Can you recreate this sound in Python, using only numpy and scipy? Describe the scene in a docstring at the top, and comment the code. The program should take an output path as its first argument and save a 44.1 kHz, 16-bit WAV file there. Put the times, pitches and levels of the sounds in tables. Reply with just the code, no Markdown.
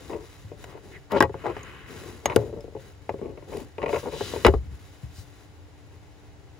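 """Inside the carpeted boot of a car, two microphones hear a rear seat unlatched by hand and folded flat.
First cloth strokes and small knocks on the backrest (filtered noise, decaying modes) over faint tailgate air.
The latch snaps and clanks (noise cracks, steel modes); a sleeve slides, and a second hard blow follows.
The joints judder and tick (trains of stick-slip rings) until the backrest drops, clanks and bounces.
Damped low tones give the landing its body; the small cabin booms under the blows, its modes rising slowly."""
import sys
import numpy as np
from scipy import signal
from scipy.fft import rfft, irfft, next_fast_len
from scipy.io import wavfile

SR = 44100
rng = np.random.default_rng(int(sys.argv[2]) if len(sys.argv) > 2 else 0)


def to_wav(s):
    """Save 16-bit WAV."""
    ch = np.atleast_2d(s).T  # columns
    pcm = np.round(np.clip(ch, -1, 1) * 32767)  # PCM
    wavfile.write(sys.argv[1], SR, pcm.astype(np.int16))


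N = 290619

# Air through the open tailgate: (frequency [Hz], spectrum level [dB])
AMBIENCE_SPECTRUM = [(25, -20), (92, 9.5), (229, -27), (301, -18.5), (840, -14.5), (1100, -24),
                     (1650, -23.5), (7310, -35), (12900, -68), (16000, -47)]
# Likeness of left and right microphones, for air, rubbing and blows: (frequency [Hz], correlation [-1..1])
AIR_LIKENESS = [(60, 0.06), (300, 0.14), (700, 0.37), (1500, 0.068), (15000, .1)]
RUB_LIKENESS = [(60, 0.8), (400, 0.88), (1400, 0.69), (3000, 0.33), (7000, 0.83), (15000, 0.077)]
BLOW_LIKENESS = [(60, .99), (600, .98), (1500, .7), (15000, .85)]
# Left microphone over right: (frequency [Hz], level difference [dB])
BALANCE = [(50, 1.5), (110, 2.5), (220, 12), (350, 5.5), (550, 4.5), (1100, 7.5), (2200, -1.5), (4200, 6),
           (8000, -2), (16000, 2.5)]
# Strokes of cloth on upholstery: (start [s], length [s], padding rub level [dB], fibre hiss level [dB])
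STROKES = [(-.08, 0.37, -48, -55), (0.204, 0.37, -67, -58.5), (0.562, 0.2, -51, -57),
           (0.827, 0.21, -46.5, -59.5), (1.305, 0.67, -47.5, -62), (1.861, 0.43, -41.5, -50.5),
           (2.231, 0.33, -38.5, -56), (2.763, 0.2, -51, -59), (3.47, 0.22, -37, -52.5),
           (3.872, 0.28, -64, -46.5), (4.11, 0.49, -41.5, -45.5), (4.7, 1, -85, -59)]
# Colours of padding rub, sleeve swish and fibre hiss: (frequency [Hz], spectrum level [dB])
RUB_SPECTRUM = [(120, -5), (240, -2), (330, 1.5), (430, 4.5), (620, -8.5), (900, -10.5), (1500, -49)]
SWISH_SPECTRUM = [(500, -38), (1000, 1), (1500, 6.5), (1900, 2.5), (2600, 2.5), (3500, -9.5), (6000, -30.5)]
HISS_SPECTRUM = [(1800, -18), (3500, 0.5), (5000, -3), (7400, -3), (8600, -13), (10500, -3), (12000, -10),
                 (13300, -29), (15000, -2.5), (16500, -27)]
# Quick brushes of hand and cloth:
# (middle [s], half length [s], level [dB], pitch [Hz], skirt per octave [dB], rising where positive)
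BRUSHES = [(0.714, 0.041, -51.5, 1320, -9.5), (0.953, 0.03, -45.5, 1970, -27),
           (1.122, 0.014, -30, 10000, 11.5), (1.179, 0.016, -38, 2860, -16),
           (4.241, 0.11, -39.5, 3400, -12), (5.189, 0.044, -49.5, 4640, -7)]
# Rumble of the seat on its mounts: (frequency [Hz], spectrum level [dB])
SWAY_SPECTRUM = [(20, -25), (40, 0.5), (60, 2), (105, 0), (150, -0.5), (240, -23.5), (500, -55.5)]
# Low body thumps of the seat's blows and bumps, deep to low-mid: (time [s], level [dB], pitch [Hz])
THUMPS = [(0.447, -29.5, 102.5), (1.208, -22, 231), (1.228, -20, 83.6), (2.373, -16.5, 123),
          (4.453, -13, 180), (4.467, -9, 58.7), (4.497, -10, 69), (4.546, -10, 63.4), (4.665, -24.5, 70.6),
          (4.721, -29, 66), (5.034, -26.5, 120), (5.04, -27, 69), (5.184, -31, 90)]
# Modes of cabin air, unloaded backrest board and plastic shell: (frequency [Hz], level [dB], t60 [s])
CABIN_MODES = [(71.4, -18.5, 0.55), (88, 5.5, 0.057), (112.5, -7.5, 0.29), (159.2, -2.5, 0.11)]
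BOARD_MODES = [(348, -8.5, 0.063), (392.3, 0, 0.07), (436.4, 4.5, 0.054), (536, -3, 0.1),
               (545.8, 1.5, 0.077), (688, -10, 0.13), (857.5, -1, 0.063)]
SHELL_MODES = [(920, 21, 0.017), (1100, -19.5, 0.12), (1317, 11, 0.011), (1530, -16, 0.012),
               (2056, -15, 0.079), (2000, -0.5, 0.047), (2320, 10, 0.018)]
# Dense rings of the board and shell: (frequency [Hz], spectrum level [dB])
BOARD_SPECTRUM = [(60, -32), (200, -24.5), (290, -6), (420, 0), (580, -10.5), (850, -21), (1200, -18),
                  (2500, -73), (8000, -94)]
SHELL_SPECTRUM = [(400, 7.5), (800, 13), (1000, -2.5), (1550, 3.5), (2600, -9.5), (3400, -11),
                  (5000, -14.5), (8000, -22), (16000, -37)]
# Resonances of the creaking hinge and trim: (frequency [Hz], level [dB], t60 [s])
HINGE_MODES = [(865, 6.5, 0.044), (944, 11, 0.049), (1072, 2.5, 0.077), (1402, -3, 0.08), (2446, -4, 0.074),
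               (2690, -12, 0.11)]
# Dense ring round the hinge resonances: (frequency [Hz], spectrum level [dB])
HINGE_SPECTRUM = [(500, 3), (950, 7.5), (1300, 1.5), (1700, -0.5), (2300, 2.5), (2700, -2), (3200, -10.5),
                  (5000, -17), (9000, -29), (16000, -32)]
# Single short knocks and ticks of the seat, from hand bumps on the backrest and jumps of hinge and trim:
# (time [s], hinge level [dB], board level [dB])
TICKS = [(.132, -43.5, -35.5), (.146, -52, -31), (.517, -56, -36.5), (0.752, -61, -41), (2.298, -31.5, -34),
         (2.302, -37, -40), (2.321, -37.5, -47), (2.7641, -54.5, -34), (3.092, -36, -28.5),
         (3.188, -56, -38), (3.257, -55, -37), (3.293, -66, -37), (3.375, -51.5, -39.5),
         (3.424, -59, -44.5), (3.532, -45, -35.5), (3.568, -48.5, -31.5), (3.782, -38.5, -31.5),
         (3.818, -37.5, -35), (3.8279, -33.5, -30), (3.838, -37, -24), (3.86, -31, -27.5),
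         (3.881, -39, -29.5), (3.892, -35.5, -27.5), (3.901, -41, -28), (3.929, -33, -23.5),
         (3.9359, -38, -28), (3.943, -32.5, -24), (3.9595, -32, -26), (3.967, -36, -30),
         (4.337, -41, -29.5), (4.361, -39.5, -28.5), (4.373, -63, -30.5)]
# Stick-slip runs in hinge and trim: (start [s], length [s], board level [dB], hinge level [dB],
# swell over the run [dB], pitch favoured by the joint [Hz], nominal slip rate [1/s], roughness [0..1],
# pitch ratio of the loaded board [1])
JUDDERS = [(0.103, 0.14, -36, -47.5, -16, 850, 153, 0.46, .8),
           (0.637, 0.14, -48, -53.5, 9, 1630, 117, 0.62, .9),
           (1.12, 0.044, -18, -30, 8, 1390, 205, 0.13, 1.0),
           (1.169, 0.013, -24, -27, -9, 1700, 207, 0.77, 1.0),
           (1.232, 0.022, -22.5, -28, -11, 1090, 240, .5, .97),
           (1.439, 0.07, -28.5, -37, 3.5, 1300, 230, 0.5, 1.0),
           (2.262, 0.075, -34.5, -37, 5, 1700, 166, 0.67, .95),
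           (2.389, 0.046, -27, -49.5, -1, 800, 104, 0.52, .98),
           (2.459, 0.27, -36.5, -62, -7, 700, 48, .6, 1.02),
           (3.221, 0.16, -37, -59, -22, 2440, 122, 0.56, 1.03),
           (3.789, 0.185, -36, -47, 5, 1000, 170, 0.6, 1.1),
           (4.03, 0.058, -30, -41, 6.5, 830, 155, 0.55, 1.08),
           (4.122, 0.058, -33, -44, -12, 2100, 230, 0.3, 1.03)]
# Latch and buckle clicks: (time [s], snap level [dB], ring pitch [Hz], ring level setting [dB])
CLICKS = [(0.641, -39, 7000, -2), (1.119, -31, 5150, -16), (1.205, -22, 5330, 6.5),
          (1.225, -22.5, 5340, -3), (1.632, -47, 6700, 15), (2.257, -18.5, 6524, 5.5),
          (2.3611, -14.5, 7450, -14), (2.607, -47.5, 5240, 8), (3.571, -34, 7060, -17),
          (3.6023, -40, 7050, -13), (4.4655, -18.5, 7060, -23)]
# Crack of the metal snap: (frequency [Hz], spectrum level [dB])
SNAP_SPECTRUM = [(800, -43), (2500, 4.5), (4000, -6.5), (7000, -5.5), (9000, -12), (11000, 0.5),
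                 (13000, -18), (15000, 1), (17000, -48)]
# Steel modes of latch and seat frame: (frequency [Hz], level [dB], t60 [s])
LATCH_MODES = [(850, -16, 0.045), (1070, 0.5, 0.022), (1154, -6, 0.054), (1576, 3.5, 0.035),
               (1920, -7, 0.067), (3470, -14, 0.052)]
FRAME_MODES = [(1272, 7, 0.05), (1380, 0.5, 0.04), (1970, -2, 0.038), (2300, -4, 0.045), (2520, 2, 0.049),
               (2895, -3, 0.06), (3430, -12, 0.027)]
# Steel clanks of latch and seat frame: (time [s], level [dB])
LATCH_BLOWS = [(1.2068, -18), (1.225, -22)]
FRAME_BLOWS = [(4.4486, -22), (4.465, -20)]
# Blows on the backrest: (time [s], board level [dB], shell level [dB],
# pitch favoured in the shell [Hz], pitch favoured in the board [Hz])
KNOCKS = [(0.097, -32, -42, 1000, 330), (0.641, -46, -43, 2080, 450), (1.206, -14.5, -16.5, 2000, 410),
          (1.225, -21, -21.5, 1290, 388), (1.295, -30.5, -45, 1000, 446), (1.342, -31.5, -42.5, 1140, 464),
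          (1.456, -33, -30.5, 950, 517), (1.4641, -29, -29.5, 1100, 400), (1.566, -35, -38, 1410, 430),
          (2.2568, -25, -22, 2900, 540), (2.362, -10.5, -24, 1350, 472), (2.750, -31.5, -54, 970, 527),
          (3.092, -30, -32.5, 900, 515), (3.14, -30.5, -53, 995, 500), (3.215, -31.5, -60, 1000, 450),
          (3.549, -30.5, -63, 900, 426), (3.522, -37.5, -53, 1500, 490), (4.057, -34, -39, 1006, 450),
          (4.208, -24, -36.5, 1620, 430), (4.448, -22, -14.5, 2640, 430), (4.451, -9, -26, 1300, 440),
          (4.459, -25, -16, 900, 750), (4.465, -17, -17, 2400, 476), (4.4812, -11.5, -26.5, 2010, 402),
          (4.538, -21.5, -31.5, 1000, 357)]

AMBIENCE_DB, HUM_HZ, HUM_DB = -48, 292, -60
REST_RUB_DB, REST_SWISH_DB, REST_HISS_DB = -57.5, -62.5, -65.5   # clothes stirring between strokes
STROKE_SKEW, STROKE_ROUNDING = 0.65, 1   # speed peaks before the middle; softness of start and stop
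SLEEVE_S, SLEEVE_LENGTH_S, SLEEVE_DB = 1.315, 0.99, -46   # sleeve along the backrest as the hand pulls
SWAY_DB, SWAY_FOLLOWS, SWAY_SETTLE_S = -28, 0.45, 0.019   # full-scale level; dB per dB of activity; lag
THUMP_CYCLES = 14   # cycles until a thump has fallen by 60 dB
BOOM_DB, BOOM_FOLLOWS = -8, 0.83   # cabin level under a 0 dB board blow; dB per dB on the board
STRAINED_HZ, TICK_HZ = 491, 2420   # pitches favoured: board in ticks and judders; hinge in a tick
HINGE_SOFTENING_DB = 2   # dulls the board's share of ticks and judders
HINGE_RISE_S = 0.00023   # short rise that rounds the start of each hinge tick
TICK_TENSION, TENSION_SPREAD = 1.05, .03   # the loaded board rings higher; scatter of its log pitch
SLIP_SCATTER, SLIP_VARY_DB = .55, 4   # spread of log gap and of strength at roughness 1
GRIP_S = 0.00063   # time constant of the joint taking up its load
RIGHT_LAG_S = 0.000027   # the right microphone is about 9 mm of sound path farther from the seat
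CUTOFF_HZ = 16200
RING_SIZE = 22050   # samples, half a second
AGE = np.arange(RING_SIZE) / SR   # seconds since a contact
TIME = np.arange(N) / SR


def from_db(db):
    """Decibels to gain."""
    return 10 ** (np.asarray(db) / 20)


def rms_one(x):
    """Scale to rms 1."""
    return x / np.sqrt(np.mean(x ** 2) + 1e-20)


def unit_blow(x):
    """Scale a stereo ring to the energy of 20 ms at rms 1."""
    return x / np.sqrt(np.sum(x ** 2) / (2 * .02 * SR) + 1e-20)


def at_hz(points, hz):
    """Read a spectrum on a log-frequency axis."""
    f, value = np.transpose(points)
    return np.interp(np.log(np.maximum(hz, 1)), np.log(f), value)


def favour(points, gain_db):
    """Weight the rows of a mode table or spectrum by a function of pitch."""
    return [(hz, level_db + gain_db(hz), *rest) for hz, level_db, *rest in points]


def emphasis(hz, focus_hz, height_db, octaves):
    """A bell-shaped lift in dB round the pitch that a contact favours."""
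    return height_db * np.exp(-(np.log2(hz / focus_hz) / octaves) ** 2)


def add(track, s, sound):
    """Mix a sound in at time s, cut at the end of the track."""
    start = max(round(s * SR), 0)
    track[:, start:start + sound.shape[-1]] += sound[:, :N - start]


def drift(per_s):
    """Random wander through up to 4000 normally spread points, holding the last once they run out."""
    return np.interp(TIME * per_s, np.arange(4000), rng.standard_normal(4000))


def noise(spectrum, likeness, size):
    """Stereo noise of a given colour and left-right likeness, rms 1."""
    padded = next_fast_len(size)
    hz = np.fft.rfftfreq(padded, 1 / SR)
    mid, side = rfft(rng.standard_normal((2, padded)))
    alike = np.clip(at_hz(likeness, hz), -.99, .99)
    pair = np.sqrt(1 + alike) * mid + np.sqrt(1 - alike) * side * [[1], [-1]]
    coloured = pair * from_db(at_hz(spectrum, hz))
    return rms_one(irfft(coloured, padded)[:, :size])


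def decay(t60):
    """Envelope that falls 60 dB in t60."""
    return np.exp(-np.log(1000) * AGE / t60)


def onset(rise_s):
    """Envelope that closes in on 1 with time constant rise_s."""
    return 1 - np.exp(-AGE / rise_s)


def ring(modes, vary_db, phase_spread):
    """Struck modes: strengths change with the contact point, phases with the microphone."""
    out = 0
    for k, (hz, level_db, t60) in enumerate(modes):
        phase = phase_spread * rng.standard_normal() * np.array([[1], [-1]])
        strength = (-1) ** k * from_db(level_db + vary_db * rng.standard_normal())
        out = out + strength * decay(t60) * np.sin(2 * np.pi * hz * AGE + phase)
    return unit_blow(out)


def ambience():
    """Faint air through the open tailgate, with a wavering hum."""
    air = from_db(AMBIENCE_DB) * noise(AMBIENCE_SPECTRUM, AIR_LIKENESS, size=N)
    hum = np.sin(2 * np.pi * np.cumsum(HUM_HZ + 2.97 * drift(per_s=8.4)) / SR)
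    hum_db = HUM_DB + np.array([[5.0], [-1.5]])   # left, right
    return air + from_db(hum_db) * hum


def reflections(hz, strength, count):
    """Glass and hard trim close by throw the treble back within a few milliseconds."""
    delays = rng.uniform(.0005, .004, (count, 1, 1)) + rng.normal(0, .00001, (count, 2, 1))
    echoes = np.exp(-2j * np.pi * hz * delays).sum(axis=0) / np.sqrt(count)
    share = strength * hz / (hz + 2800)
    return (1 + share * echoes) / np.sqrt(1 + share ** 2)


def sway(contacts):
    """Whatever touches the seat sets it rumbling on its mounts; the rumble settles afterwards."""
    keep = np.exp(-1 / (SWAY_SETTLE_S * SR))
    activity = signal.lfilter([1 - keep], [1, -keep], np.abs(contacts[0]))   # left channel
    rumble = noise(SWAY_SPECTRUM, RUB_LIKENESS, size=N)
    return from_db(SWAY_DB) * activity ** SWAY_FOLLOWS * rumble


def boom():
    """The cabin air swings at its lowest modes, building up over some 20 ms."""
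    return ring(CABIN_MODES, vary_db=1.0, phase_spread=0.38) * onset(0.02)


def stroke(s, length):
    """Speed of one stroke of the arm: it gathers quickly and eases off."""
    progress = np.clip((TIME - s) / length, 0, 1)
    return np.abs(np.sin(np.pi * progress ** STROKE_SKEW)) ** STROKE_ROUNDING


def handling():
    """Cloth drags over upholstery; uneven pressure and catching fibres make the rubbing flutter."""
    padding = fibres = 0
    for s, length, rub_db, hiss_db in STROKES:
        speed = stroke(s, length)
        padding = padding + from_db(rub_db) * speed
        fibres = fibres + from_db(hiss_db) * speed
    sleeve = np.hypot(fibres, from_db(SLEEVE_DB) * stroke(SLEEVE_S, SLEEVE_LENGTH_S))
    catch = drift(per_s=820)   # the flutter holds steady after about 4.9 s
    pressure = from_db(1.5 * drift(per_s=32))

    def rubbing(level, rest_db, flutter_db, spectrum):
        """Rubbing noise over a resting floor, its level fluttering as the fibres catch."""
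        envelope = np.hypot(level, from_db(rest_db)) * from_db(flutter_db * catch)
        return envelope * noise(spectrum, RUB_LIKENESS, size=N)

    rub = rubbing(padding, REST_RUB_DB, 0.62, RUB_SPECTRUM)
    swish = rubbing(sleeve, REST_SWISH_DB, 1.9, SWISH_SPECTRUM)
    hiss = rubbing(fibres, REST_HISS_DB, 2.05, HISS_SPECTRUM)
    return pressure * (rub + swish + hiss)


def brushes():
    """A quick stroke of hand or cloth swells and fades as shaped noise."""
    out = np.zeros((2, N))
    for s, half_length, level_db, hz, skirt_db in BRUSHES:
        band = [(hz / 8, 3 * skirt_db), (hz / 2, skirt_db), (hz, 0),
                (hz * 2, skirt_db), (hz * 8, 3 * skirt_db)]
        swell = np.exp(-(AGE / half_length - 2) ** 2)
        brush = swell * noise(band, RUB_LIKENESS, size=RING_SIZE)
        add(out, s - 2 * half_length, from_db(level_db) * brush)
    return out


def thumps():
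    """Low body thumps of the seat's blows and bumps: each a damped tone, deep to low-mid."""
    out = np.zeros((2, N))
    for s, level_db, hz in THUMPS:
        tone = np.sin(2 * np.pi * hz * AGE + np.array([[.3], [-.3]]))
        add(out, s, from_db(level_db) * tone * decay(THUMP_CYCLES / hz) * onset(0.00064))
    return out


def clicks():
    """Metal snaps home: a sharp crack, a short scatter and one ringing pitch."""
    out = np.zeros((2, N))
    for s, level_db, hz, ring_db in CLICKS:
        fall = decay(0.007) + from_db(-20.0) * decay(0.025)
        snap = noise(SNAP_SPECTRUM, BLOW_LIKENESS, size=RING_SIZE) * fall
        phase = rng.uniform(0, np.pi / 2, (2, 1))
        tone = np.sin(2 * np.pi * hz * AGE + phase) * decay(0.032)
        add(out, s, from_db(level_db + 2.5) * (snap + from_db(ring_db - 7.5) * tone))
    return out


def clanks():
    """Steel meets steel, damped by the padding: the latch as it lets go, the frame as it lands."""
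    out = np.zeros((2, N))
    for modes, blows in ((LATCH_MODES, LATCH_BLOWS), (FRAME_MODES, FRAME_BLOWS)):
        for s, level_db in blows:
            steel = ring(modes, vary_db=2.0, phase_spread=0.5)
            add(out, s, from_db(level_db) * steel * onset(0.00047))
    return out


def panel(modes, spectrum, gain_db, t60, dense_db, crack_db, crack_s, rise_s, phase_spread):
    """A panel's main modes, its first crack and the dense ring of the trim around it."""
    fall = decay(t60) + from_db(crack_db) * decay(crack_s)
    dense = unit_blow(noise(favour(spectrum, gain_db), BLOW_LIKENESS, size=RING_SIZE) * fall)
    clear = ring(favour(modes, gain_db), vary_db=2.5, phase_spread=phase_spread)
    return unit_blow((clear + from_db(dense_db) * dense) * onset(rise_s))


def board(hardness_db, focus_hz, tension=1):
    """The backrest's hollow knock: the place struck picks its note, hard contacts wake higher modes."""
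    def colour_db(hz):
        """Treble tilt by hardness plus a lift round the favoured note."""
        tilt = 0.72 * (hardness_db + 10.5) * np.log2(hz / 450)
        return tilt + emphasis(hz, focus_hz, height_db=9.0, octaves=0.35)
    modes = [(hz * tension, level_db, t60) for hz, level_db, t60 in BOARD_MODES]
    return panel(modes, BOARD_SPECTRUM, colour_db, t60=0.12, dense_db=-1.0, crack_db=5.0,
                 crack_s=.045, rise_s=0.00066, phase_spread=0.18)


def strained_board(hardness_db, tension):
    """The board under a changing load, which shifts its notes a little at each draw."""
    shift = tension * np.exp(TENSION_SPREAD * rng.standard_normal())
    return board(hardness_db, STRAINED_HZ * tension, shift)


def hinge(focus_hz):
    """One short, dry tick of the hinge, strongest round the pitch that the joint favours."""
    def focus_db(hz):
        """Lift round the favoured pitch."""
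        return emphasis(hz, focus_hz, height_db=7.5, octaves=0.31)
    grain = noise(favour(HINGE_SPECTRUM, focus_db), BLOW_LIKENESS, size=RING_SIZE)
    dense = unit_blow(grain * decay(0.028))
    clear = ring(favour(HINGE_MODES, focus_db), vary_db=1.5, phase_spread=0.94)
    return unit_blow((clear + dense) * onset(HINGE_RISE_S))


def ticks():
    """Single short knocks and ticks of the seat: hand bumps on the backrest, jumps of hinge and trim."""
    out = np.zeros((2, N))
    for s, hinge_db, board_db in TICKS:
        knock = strained_board(hinge_db - board_db - HINGE_SOFTENING_DB, TICK_TENSION)
        add(out, s, from_db(hinge_db) * hinge(TICK_HZ) + from_db(board_db) * knock)
    return out


def slip_train(at, strengths, rings):
    """Slips fall at random on a few contact spots, each with a ring of its own."""
    spots = rng.integers(0, len(rings), len(at))
    slips = np.zeros((len(rings), 1, RING_SIZE))
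    slips[spots, 0, (at * SR).astype(int)] = strengths
    return unit_blow(signal.fftconvolve(slips, np.array(rings), axes=2).sum(axis=0))


def judders(count=2):
    """Dry joints stick and slip: each slip ticks in the hinge and knocks the board; even slips groan."""
    out = np.zeros((2, N))
    for s, length, board_db, hinge_db, swell_db, focus_hz, slips_per_s, rough, tension in JUDDERS:
        gaps, sizes = rng.standard_normal((2, 128))
        at = np.cumsum(np.exp(rough * SLIP_SCATTER * gaps)) / slips_per_s
        at = np.minimum(at - at[0], AGE[-1])
        running = at < min(length, AGE[-1])
        grip = running * (1 - np.exp(-(at + 1 / slips_per_s) / GRIP_S))
        slip_db = rough * SLIP_VARY_DB * sizes + swell_db * np.minimum(at / length, 1)
        strengths = grip * from_db(slip_db)
        hardness_db = hinge_db - board_db - HINGE_SOFTENING_DB / 2
        boards = [strained_board(hardness_db, tension) for spot in range(count)]
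        hinges = [hinge(focus_hz) for spot in range(count)]
        knocking = from_db(board_db) * slip_train(at, strengths, boards)
        ticking = from_db(hinge_db) * slip_train(at, strengths, hinges)
        add(out, s, np.sqrt(length / .02) * (knocking + ticking))   # longer runs carry more energy
    return out


def shell(focus_hz):
    """The plastic shell's clack: a dry crack and short ring round the pitch that the contact favours."""
    def focus_db(hz):
        """Broad lift round the favoured pitch."""
        return emphasis(hz, focus_hz, height_db=12.0, octaves=0.96)
    return panel(SHELL_MODES, SHELL_SPECTRUM, focus_db, t60=.06, dense_db=6.5, crack_db=7,
                 crack_s=.016, rise_s=.0005, phase_spread=.35)


def knocks():
    """Hard blows sound board and shell; the harder the blow, the more the cabin booms."""
    out = np.zeros((2, N))
    for s, board_db, shell_db, shell_hz, board_hz in KNOCKS:
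        knock = from_db(board_db) * board(shell_db - board_db, board_hz)
        clack = from_db(shell_db) * shell(shell_hz)
        cabin = from_db(BOOM_DB + BOOM_FOLLOWS * board_db) * boom()
        add(out, s, knock + clack + cabin)
    return out


def scene():
    """The seat lies nearer the left microphone: earlier there, and louder at most pitches."""
    contacts = handling() + brushes() + thumps() + clicks() + clanks() + ticks() + judders() + knocks()
    seat = contacts + sway(contacts)
    padded = next_fast_len(N + RING_SIZE)
    hz = np.fft.rfftfreq(padded, 1 / SR)
    balance = from_db(at_hz(BALANCE, hz) * np.array([[.5], [-.5]]))
    lag = np.exp(-2j * np.pi * hz * RIGHT_LAG_S * np.array([[0], [1]]))
    path = balance * lag * reflections(hz, strength=0.87, count=6)
    return irfft(rfft(seat, padded) * path, padded)[:, :N] + ambience()


def record(dry):
    """The microphones shed the deepest rumble, the loudest peaks are rounded and the top is cut."""
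    lean = signal.sosfilt(signal.butter(4, 44, "high", fs=SR, output="sos"), dry)
    rounded = 1.14 * np.tanh(lean / 1.415)
    top_cut = signal.ellip(10, .3, 80, CUTOFF_HZ, fs=SR, output="sos")
    return signal.sosfilt(top_cut, rounded)


dry = scene()
out = record(dry)
to_wav(out)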